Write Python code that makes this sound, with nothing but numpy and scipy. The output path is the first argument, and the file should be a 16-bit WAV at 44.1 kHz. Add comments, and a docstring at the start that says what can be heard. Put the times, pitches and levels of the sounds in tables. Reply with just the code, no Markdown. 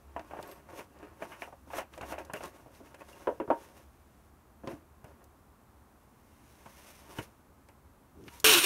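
"""Workbench handling, then an angle grinder.

Things are shifted, rubbed and set down on a bench in a small, quiet workshop: blows and stick-slip
ring the bench, loose parts tick and clink. For the last 0.2 s a grinder cuts in at full speed: its
wire wheel scours a steel bar, the motor sags under load, and the wheel is eased off for a moment."""
import sys
import numpy as np
from scipy import signal
from scipy.fft import rfft, irfft, next_fast_len
from scipy.io import wavfile

SR = 44100
rng = np.random.default_rng(int(sys.argv[2]) if len(sys.argv) > 2 else 0)


def dump_mix(stems):
    """Bounce the given channels to the path in sys.argv[1] as a 16-bit WAV at rate SR."""
    frames = np.atleast_2d(stems).T  # one column per channel
    limited = np.clip(frames, -1, 1)  # hard clip at full scale
    pcm = np.round(limited * 32767).astype(np.int16)
    wavfile.write(sys.argv[1], SR, pcm)


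N = 381465
TIME = np.arange(N) / SR

# modes of the bench and the things on it: mode_hz, gain_db, t60_s
BENCH_MODES = [(287, -2, 0.1), (309.3, -6.5, 0.25), (371, -12, .13), (424, -13, 0.27), (510, -5, 0.11),
               (543, 3.5, 0.17), (670.4, 0.5, 0.15), (712, -17, 0.22), (948, 0.5, 0.14), (1035, -5, 0.074),
               (1710, -17, 0.12)]


def grinder(start_s=8.4432, hiss_db=-2.5, bar_db=-3, throb=0.22, gear_ratio=4.5):
    """Wire tips hail on the bar, harder once per wheel turn; the motor hums and whines."""
    # run under load: time_s, motor_hz, hum_db, scour_db
    load_curve = [(8.443, 437.7, -28.5, -18), (8.47, 439, -30.5, -18.5), (8.515, 434, -29.5, -19.5),
                  (8.548, 340, -32, -19), (8.565, 357, -29.5, -23), (8.583, 335, -33, -21),
                  (8.608, 324, -48, -27.5), (8.628, 362, -48, -28), (8.645, 380, -34, -22.5)]
    # bar and wheel resonances: mode_hz, width_hz, gain_db
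    bar_modes = [(1040, 100, -4), (1530, 150, -2), (2490, 300, -0.5), (2900, 240, 4), (3340, 320, -2),
                 (3830, 370, 1), (4420, 360, -2), (5400, 270, -2), (6200, 230, -8), (6860, 140, -4),
                 (8300, 280, -4.5), (9480, 580, -4.5), (10900, 180, -3.5), (12100, 1100, -6)]
    # wire tips on steel: freq_hz, gain_db
    wire_spectrum = [(50, -23), (110, -20), (200, -19.5), (320, -8), (600, -15), (1400, -7), (2000, -11),
                     (2700, -1.5), (4200, -15), (4900, -30), (5500, -11.5), (10400, -20), (12500, -17),
                     (15500, -20)]
    # motor whine: time_s, pitch_hz, level_db
    whine_curve = [(8.443, 9650, -38), (8.58, 9520, -53), (8.6, 9300, -37), (8.625, 9260, -36),
                   (8.65, 9100, -39)]
    motor_hz, motor_db, scour_db = in_time(load_curve)
    motor_rad = phase_rad(motor_hz)
    wheel = np.sin(motor_rad / gear_ratio)
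    strikes = grains(22000, spread_db=1) * (1 + throb * wheel) * from_db(0.48 * drift(200))
    bar = rms_one(sum((-1) ** k * from_db(db) * resonance(strikes, hz, width_hz)
                      for k, (hz, width_hz, db) in enumerate(bar_modes)))
    hiss = coloured(grains(30000, spread_db=2), wire_spectrum)
    scour = from_db(scour_db) * reflections(from_db(bar_db) * bar + from_db(hiss_db) * hiss, -22.5)
    unbalance = 1 + 0.065 * wheel
    hum = from_db(motor_db) * np.sqrt(2) * np.sin(motor_rad) * unbalance
    whine_hz, whine_db = in_time(whine_curve)
    whine_gain = from_db(whine_db + 2 * drift(250)) * np.sqrt(2)
    whine = whine_gain * np.sin(phase_rad(whine_hz * (1 + 0.0082 * drift(450))))
    return (TIME >= start_s) * (scour + hum + whine)


def knocks(body_trim_db=-7, thud_trim_db=-3, clack_trim_db=-3, crack_trim_db=-21, ring_db=-7):
    """Each blow gives a low thud, a woody body with the bench's ring, a clack and a thin crack."""
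    # blows, before trims: start_s, body_db, body_hz, thud_db, clack_db, rattle_t60_s
    blows = [(0.163, -26, 720, -64, -46.5, 0.092), (0.194, -35, 721, -52, -49, 0.073),
             (0.31, -37, 697, -70, -52, 0.1), (0.335, -31, 680, -52, -54, 0.21),
             (0.389, -31.5, 600, -48, -55, 0.083), (0.733, -39.5, 610, -56, -60, 0.15),
             (0.79, -36.5, 277, -56, -47, 0.13), (1.222, -29, 690, -50, -43, 0.12),
             (1.319, -41.5, 1030, -69, -44.5, 0.21), (1.421, -33, 710, -70, -40, .13),
             (1.476, -39.5, 650, -70, -74, 0.1), (1.526, -40, 674, -57, -64, .07),
             (1.673, -43.5, 291, -60, -74, .12), (1.703, -38, 918, -63, -52, 0.16),
             (1.734, -30, 680, -59, -42, 0.15), (1.783, -24.5, 710, -61, -37, 0.14),
             (1.977, -35.5, 520, -54, -53, 0.076), (2.01, -33.5, 830, -45.5, -45, 0.095),
             (2.028, -32.5, 676, -49, -46, 0.077), (2.124, -28.5, 656, -69, -41.5, .13),
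             (2.181, -31, 690, -69, -43.5, .11), (2.298, -35, 930, -52, -52, 0.11),
             (2.335, -29.5, 523, -41, -37.5, 0.11), (2.406, -35.5, 705, -50, -49, 0.067),
             (2.661, -43.5, 546, -54, -70, 0.22), (2.804, -40, 285, -58, -72, 0.28),
             (2.943, -44, 560, -67, -52, 0.079), (3.272, -15, 484, -53, -44, 0.13),
             (3.4, -21, 385, -50, -47, 0.13), (3.477, -30.5, 348, -43, -64, 0.2),
             (3.502, -12.5, 684, -45, -41.5, 0.13), (3.509, -18.5, 312, -53, -58, 0.097),
             (4.635, -33, 248, -47, -62, 0.27), (4.673, -26.5, 310, -40.5, -47, 0.24),
             (4.729, -36, 285, -42, -69, 0.26), (5.043, -44, 556, -45, -56.5, 0.11),
             (6.659, -41, 910, -52, -55, 0.076), (7.186, -31, 460, -32, -39, 0.083),
             (7.687, -50.5, 680, -70, -59, 0.1)]
    out, t = np.zeros(N), TIME[:SR // 3]
    for start_s, body_db, body_hz, thud_db, clack_db, t60_s in blows:
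        blow = contact(t, t60_s)
        focused = band(blow, body_hz * 0.88, body_hz * 1.19, order=1)
        body = blend(band(focused, 220, 1350, order=3), tap_db=-5)
        ring = punch_one(ringing(BENCH_MODES, t, uneven_db=4.5))
        wood = punch_one(body + from_db(ring_db) * ring)
        thud = blend(band(contact(t, 0.062), 60, 233), tap_db=-12)
        clack = blend(band(blow, 1320, 2910, order=5), tap_db=-19)
        crack = punch_one(band(burst(t, t60_s * 1.1), 2200, 14000))
        add(out, start_s, from_db(body_db + body_trim_db) * wood)
        add(out, start_s, from_db(thud_db + thud_trim_db) * thud)
        add(out, start_s, from_db(clack_db + clack_trim_db) * clack)
        add(out, start_s, from_db(clack_db + crack_trim_db) * crack)
    return out


def dragging(scrape_trim_db=-3, wood_gain=0.56):
    """Surfaces catch and slip: clumps of tiny impacts shake the bench and rustle above it."""
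    # pushes over the bench, before trim: fastest_s, rise_s, fall_s, scrape_db, rustle_db
    strokes = [(0.34, 0.1, 0.28, -46, -69), (0.51, 0.47, 0.16, -46, -59.5), (0.70, 0.035, 0.12, -44.5, -63),
               (0.79, 0.086, 0.067, -43, -50.5), (1.056, 0.14, 0.093, -44, -74),
               (1.23, 0.054, 0.11, -39.5, -56.5), (1.33, 0.23, 0.1, -47.5, -58),
               (1.42, 0.086, 0.12, -48, -56), (1.784, 0.067, 0.041, -34.5, -40.5),
               (1.939, 0.043, 0.2, -51, -60.5), (2.125, 0.12, 0.037, -36.5, -48),
               (2.194, 0.048, .08, -40, -59), (2.365, 0.029, .08, -41.5, -51.5),
               (2.457, 0.091, 0.058, -38, -49.5), (2.56, 0.11, 0.21, -54, -63.5),
               (2.76, 0.11, 0.17, -55, -62.5), (2.87, 0.12, 0.24, -55, -65),
               (3.01, 0.065, 0.05, -49, -62.5), (3.09, 0.05, 0.18, -53.5, -58),
               (3.22, 0.45, 0.29, -53.5, -61.5), (3.63, 0.22, 0.22, -53, -60), (3.78, .1, 0.11, -54, -59.5),
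               (4.71, 0.077, 0.086, -46, -57.5), (5.08, 0.058, 0.12, -52.5, -72), (5.22, .1, .08, -56, -85),
               (6.901, 0.72, 0.42, -60.5, -56), (7.114, 0.12, 0.21, -50, -56),
               (7.19, 0.079, 0.046, -41.5, -49.5), (7.229, 0.033, 0.055, -55, -51),
               (8.345, 0.15, 0.19, -70, -55)]
    # low scrape: freq_hz, gain_db
    scrape_spectrum = [(120, -6.5), (280, 4.5), (450, 6), (680, 8), (1000, 5), (1500, 0), (2200, -5),
                       (2800, -8.5), (3600, -25), (6000, -46)]
    # dry rustle: freq_hz, gain_db
    rustle_spectrum = [(1500, -0.5), (2800, -2), (4500, -9), (6000, -3.5), (7600, -10.5), (9000, -6.5),
                       (12400, -8), (16000, -14.5)]
    # faint rustle under the early handling: start_s, end_s, level_db
    rustle_floor = (0, 4.3, -76)
    slips = grains(1200, spread_db=3.5) * from_db(1.96 * drift(70))
    # the moving contact point favours one mode, then another
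    wood = rms_one(sum(from_db(db / 2 + 4.7 * drift(25)) * resonance(slips, hz, 6 / t60_s)
                       for hz, db, t60_s in BENCH_MODES))
    scrape = reflections(coloured(slips, scrape_spectrum) + wood_gain * wood, echo_db=-12.5)
    fine_slips = grains(8000, spread_db=1.5) * from_db(drift(90))
    rustle = reflections(coloured(fine_slips, rustle_spectrum), echo_db=-17.5)
    scrape_gain, rustle_gain = np.zeros((2, N))
    for fastest_s, rise_s, fall_s, scrape_db, rustle_db in strokes:
        speed = swell(fastest_s, rise_s, fall_s)
        scrape_gain = np.maximum(scrape_gain, from_db(scrape_db + scrape_trim_db) * speed)
        rustle_gain = np.maximum(rustle_gain, from_db(rustle_db) * speed)
    return scrape_gain * scrape + np.maximum(rustle_gain, held(*rustle_floor)) * rustle


def small_contacts(tick_trim_db=-1, tick_t60_s=0.024, tail_db=-15, tail_t60_s=0.09):
    """Hard little contacts: dry ticks, jolted things that clink, a steel piece that rings."""
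    # dry ticks, before trim: start_s, peak_db, band_hz
    ticks = [(0.194, -46, 4270), (0.412, -52, 11500), (0.428, -40.5, 3430), (0.427, -43, 11100),
             (0.514, -44.5, 3780), (0.988, -53, 6200), (1.938, -41.5, 2580), (1.978, -44, 7400),
             (2.013, -42, 5770), (2.186, -45, 5960), (2.250, -44.5, 9100), (2.335, -32, 9900),
             (2.436, -36.5, 7140), (2.749, -52, 5230), (2.945, -49, 8000), (3.098, -51, 5500),
             (4.674, -34.5, 3360), (5.043, -51, 10500), (5.241, -51.5, 11000), (7.188, -41, 2700),
             (7.687, -50, 8200), (8.239, -51.5, 6050), (8.28, -37, 1950), (8.283, -40.5, 2380),
             (8.4, -33, 9700)]
    # loose things: start_s, peak_db, pitch_hz, t60_s
    clinks = [(1.421, -26, 2260, 0.008), (2.372, -40.5, 2770, 0.041), (3.009, -50, 2550, 0.049),
              (3.130, -51, 2780, .06), (3.401, -26.5, 950, 0.057), (3.503, -23.5, 930, 0.18),
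              (4.676, -42.5, 1018, 0.13), (7.186, -36, 2960, 0.044), (8.281, -47, 2900, 0.038)]
    # taps on the steel piece: start_s, peak_db
    steel_taps = [(0.473, -51), (0.492, -64), (0.513, -49)]
    # its modes: mode_hz, gain_db, t60_s
    steel_modes = [(7400, -17, 0.3), (8400, -7, 0.19), (12530, 4, 0.099), (12725, -7, .22)]
    out, t = np.zeros(N), TIME[:SR // 3]
    for start_s, db, hz in ticks:
        snap = burst(t, tick_t60_s) + from_db(tail_db) * burst(t, tail_t60_s)
        add(out, start_s, from_db(db + tick_trim_db) * peak_one(band(snap, hz * 0.43, hz * 1.34)))
    for start_s, db, hz, t60_s in clinks:
        add(out, start_s, from_db(db - 60 * t / t60_s) * np.sin(2 * np.pi * hz * t))
    for start_s, db in steel_taps:
        add(out, start_s, from_db(db) * ringing(steel_modes, t, uneven_db=0))
    return out


def rubbing(hollow_hz=360, squeak_hz=950):
    """Dense slips give a dull, hollow rub; two faint squeaks follow."""
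    # rub: start_s, end_s, level_db
    rub_span = (8.158, 8.29, -53)
    # squeaks: start_s, end_s, level_db
    squeak_spans = [(8.32, 8.357, -55.5), (8.368, 8.39, -60)]
    slips = band(grains(3700, spread_db=1), 56, 396, order=4)
    rub = held(*rub_span) * rms_one(slips + resonance(slips, hollow_hz, width_hz=70))
    squeak = np.sin(phase_rad(squeak_hz * (1 + .008 * drift(110))))
    return rub + sum(held(*span) for span in squeak_spans) * squeak


def room(air_db=-60.5):
    """Faint room noise with a low drone."""
    # still room: freq_hz, gain_db
    air_spectrum = [(12, -44), (20, -25), (70, -2.5), (98, -9.5), (134, -10), (177, -15), (216, -9.5),
                    (270, -12.5), (377, -16), (459, -19.5), (1090, -19), (1800, -29), (2990, -37),
                    (4800, -40), (8180, -38.5), (13200, -37), (16000, -42)]
    # drone: time_s, level_db
    drone_curve = [(0, -53.5), (.55, -71), (2, -59), (2.7, -70.5), (8.3, -69)]
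    drone_db, = in_time(drone_curve)
    drone = rms_one(band(rng.standard_normal(N), 66.0, 75.9))
    air = coloured(rng.standard_normal(N), air_spectrum)
    return from_db(air_db) * air + from_db(drone_db) * drone


def contact(t, t60_s, room_t60_s=0.21):
    """Stages of a blow, as rows: clean tap, rattle, room tail."""
    return np.array([signal.unit_impulse(len(t)), burst(t, t60_s), burst(t, room_t60_s)])


def blend(stages, tap_db, room_db=-14):
    """Mix a blow's stages, weighted against its rattle."""
    tap, rattle, tail = [punch_one(stage) for stage in stages]
    return punch_one(from_db(tap_db) * tap + rattle + from_db(room_db) * tail)


def burst(t, t60_s):
    """Decaying noise."""
    return rng.standard_normal(len(t)) * from_db(-60 * t / t60_s)


def ringing(modes, t, uneven_db):
    """Modes struck once, strengths scattered by uneven_db; peak 1."""
    out = np.zeros(len(t))
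    for hz, db, t60_s in modes:
        strength = rng.choice([-1, 1]) * from_db(db + uneven_db * rng.standard_normal())
        out += strength * from_db(-60 * t / t60_s) * np.sin(2 * np.pi * hz * t)
    return peak_one(out)


def grains(per_s, spread_db):
    """Random tiny impacts of uneven size; rms 1."""
    impacts = (rng.random(N) < per_s / SR) * rng.standard_normal(N)
    return rms_one(impacts * from_db(-spread_db * rng.standard_normal(N)))


def reflections(x, echo_db):
    """Early echoes off nearby surfaces comb the spectrum; rms 1."""
    lags = (rng.uniform(.001, .02, 12) * SR).astype(int)
    echoes = sum((-1) ** k * np.roll(x, lag) for k, lag in enumerate(lags))
    return rms_one(x + from_db(echo_db) * echoes)


def resonance(x, hz, width_hz):
    """Two-pole resonator, peak gain 1."""
    r = np.exp(-np.pi * width_hz / SR)
    poles = [1, -2 * r * np.cos(2 * np.pi * hz / SR), r * r]
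    return signal.lfilter(np.array([1, 0, -1]) * (1 - r * r) / 2, poles, x + 1e-18)


def band(x, low_hz, high_hz, order=2):
    """Causal band-pass."""
    return signal.sosfilt(signal.butter(order, [low_hz, high_hz], "band", fs=SR, output="sos"), x)


def coloured(x, spectrum):
    """Impose a spectrum; rms 1."""
    hz, db = np.transpose(spectrum)
    size = next_fast_len(N)
    bins_hz = np.maximum(np.arange(size // 2 + 1) * SR / size, 1)
    gain = from_db(np.interp(np.log(bins_hz), np.log(hz), db))
    return rms_one(irfft(rfft(x, size) * gain, size)[:N])


def swell(fastest_s, rise_s, fall_s, swell_db=19.5):
    """Stroke gain: up swell_db per rise_s, then down as much per fall_s."""
    away = np.maximum((fastest_s - TIME) / rise_s, (TIME - fastest_s) / fall_s)
    return from_db(-swell_db * np.minimum(away, 10))


def held(start_s, end_s, db, fade_s=.015):
    """Constant gain with soft ends."""
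    return from_db(db) * np.clip(np.minimum(TIME - start_s, end_s - TIME) / fade_s + .5, 0, 1)


def drift(rate_hz):
    """Smooth random curve; rms 1."""
    knots = rng.standard_normal(N // 20)
    return rms_one(np.interp(TIME * rate_hz, np.arange(len(knots)), knots))


def in_time(rows):
    """A curve's columns at every sample."""
    time_s, *columns = np.transpose(rows)
    return [np.interp(TIME, time_s, column) for column in columns]


def phase_rad(hz):
    """Running phase of a changing frequency."""
    return 2 * np.pi * np.cumsum(hz) / SR


def add(out, start_s, sound):
    """Mix a sound in at start_s."""
    at = int(start_s * SR)
    out[at:at + len(sound)] += sound[:N - at]


def from_db(db):
    """Decibels to gain."""
    return 10 ** (np.asarray(db) / 20)


def rms_one(x):
    """Scale to unit rms."""
    return x / np.sqrt(np.mean(x ** 2) + 1e-20)


def peak_one(x):
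    """Scale to unit peak."""
    return x / (np.abs(x).max() + 1e-20)


def punch_one(x):
    """Scale a hit to the energy of 10 ms at unit rms."""
    return x / np.sqrt(np.sum(x ** 2) / (.01 * SR) + 1e-20)


def scene():
    """Bench sounds, then the grinder, over room noise; mono."""
    return (knocks() + small_contacts() + dragging() + rubbing() + grinder() + room())[None]


def record(dry):
    """Steep low-pass."""
    cutoff_hz = 15700
    return signal.sosfilt(signal.ellip(12, .1, 80, cutoff_hz, fs=SR, output="sos"), dry)


dry = scene()
out = record(dry)
dump_mix(out)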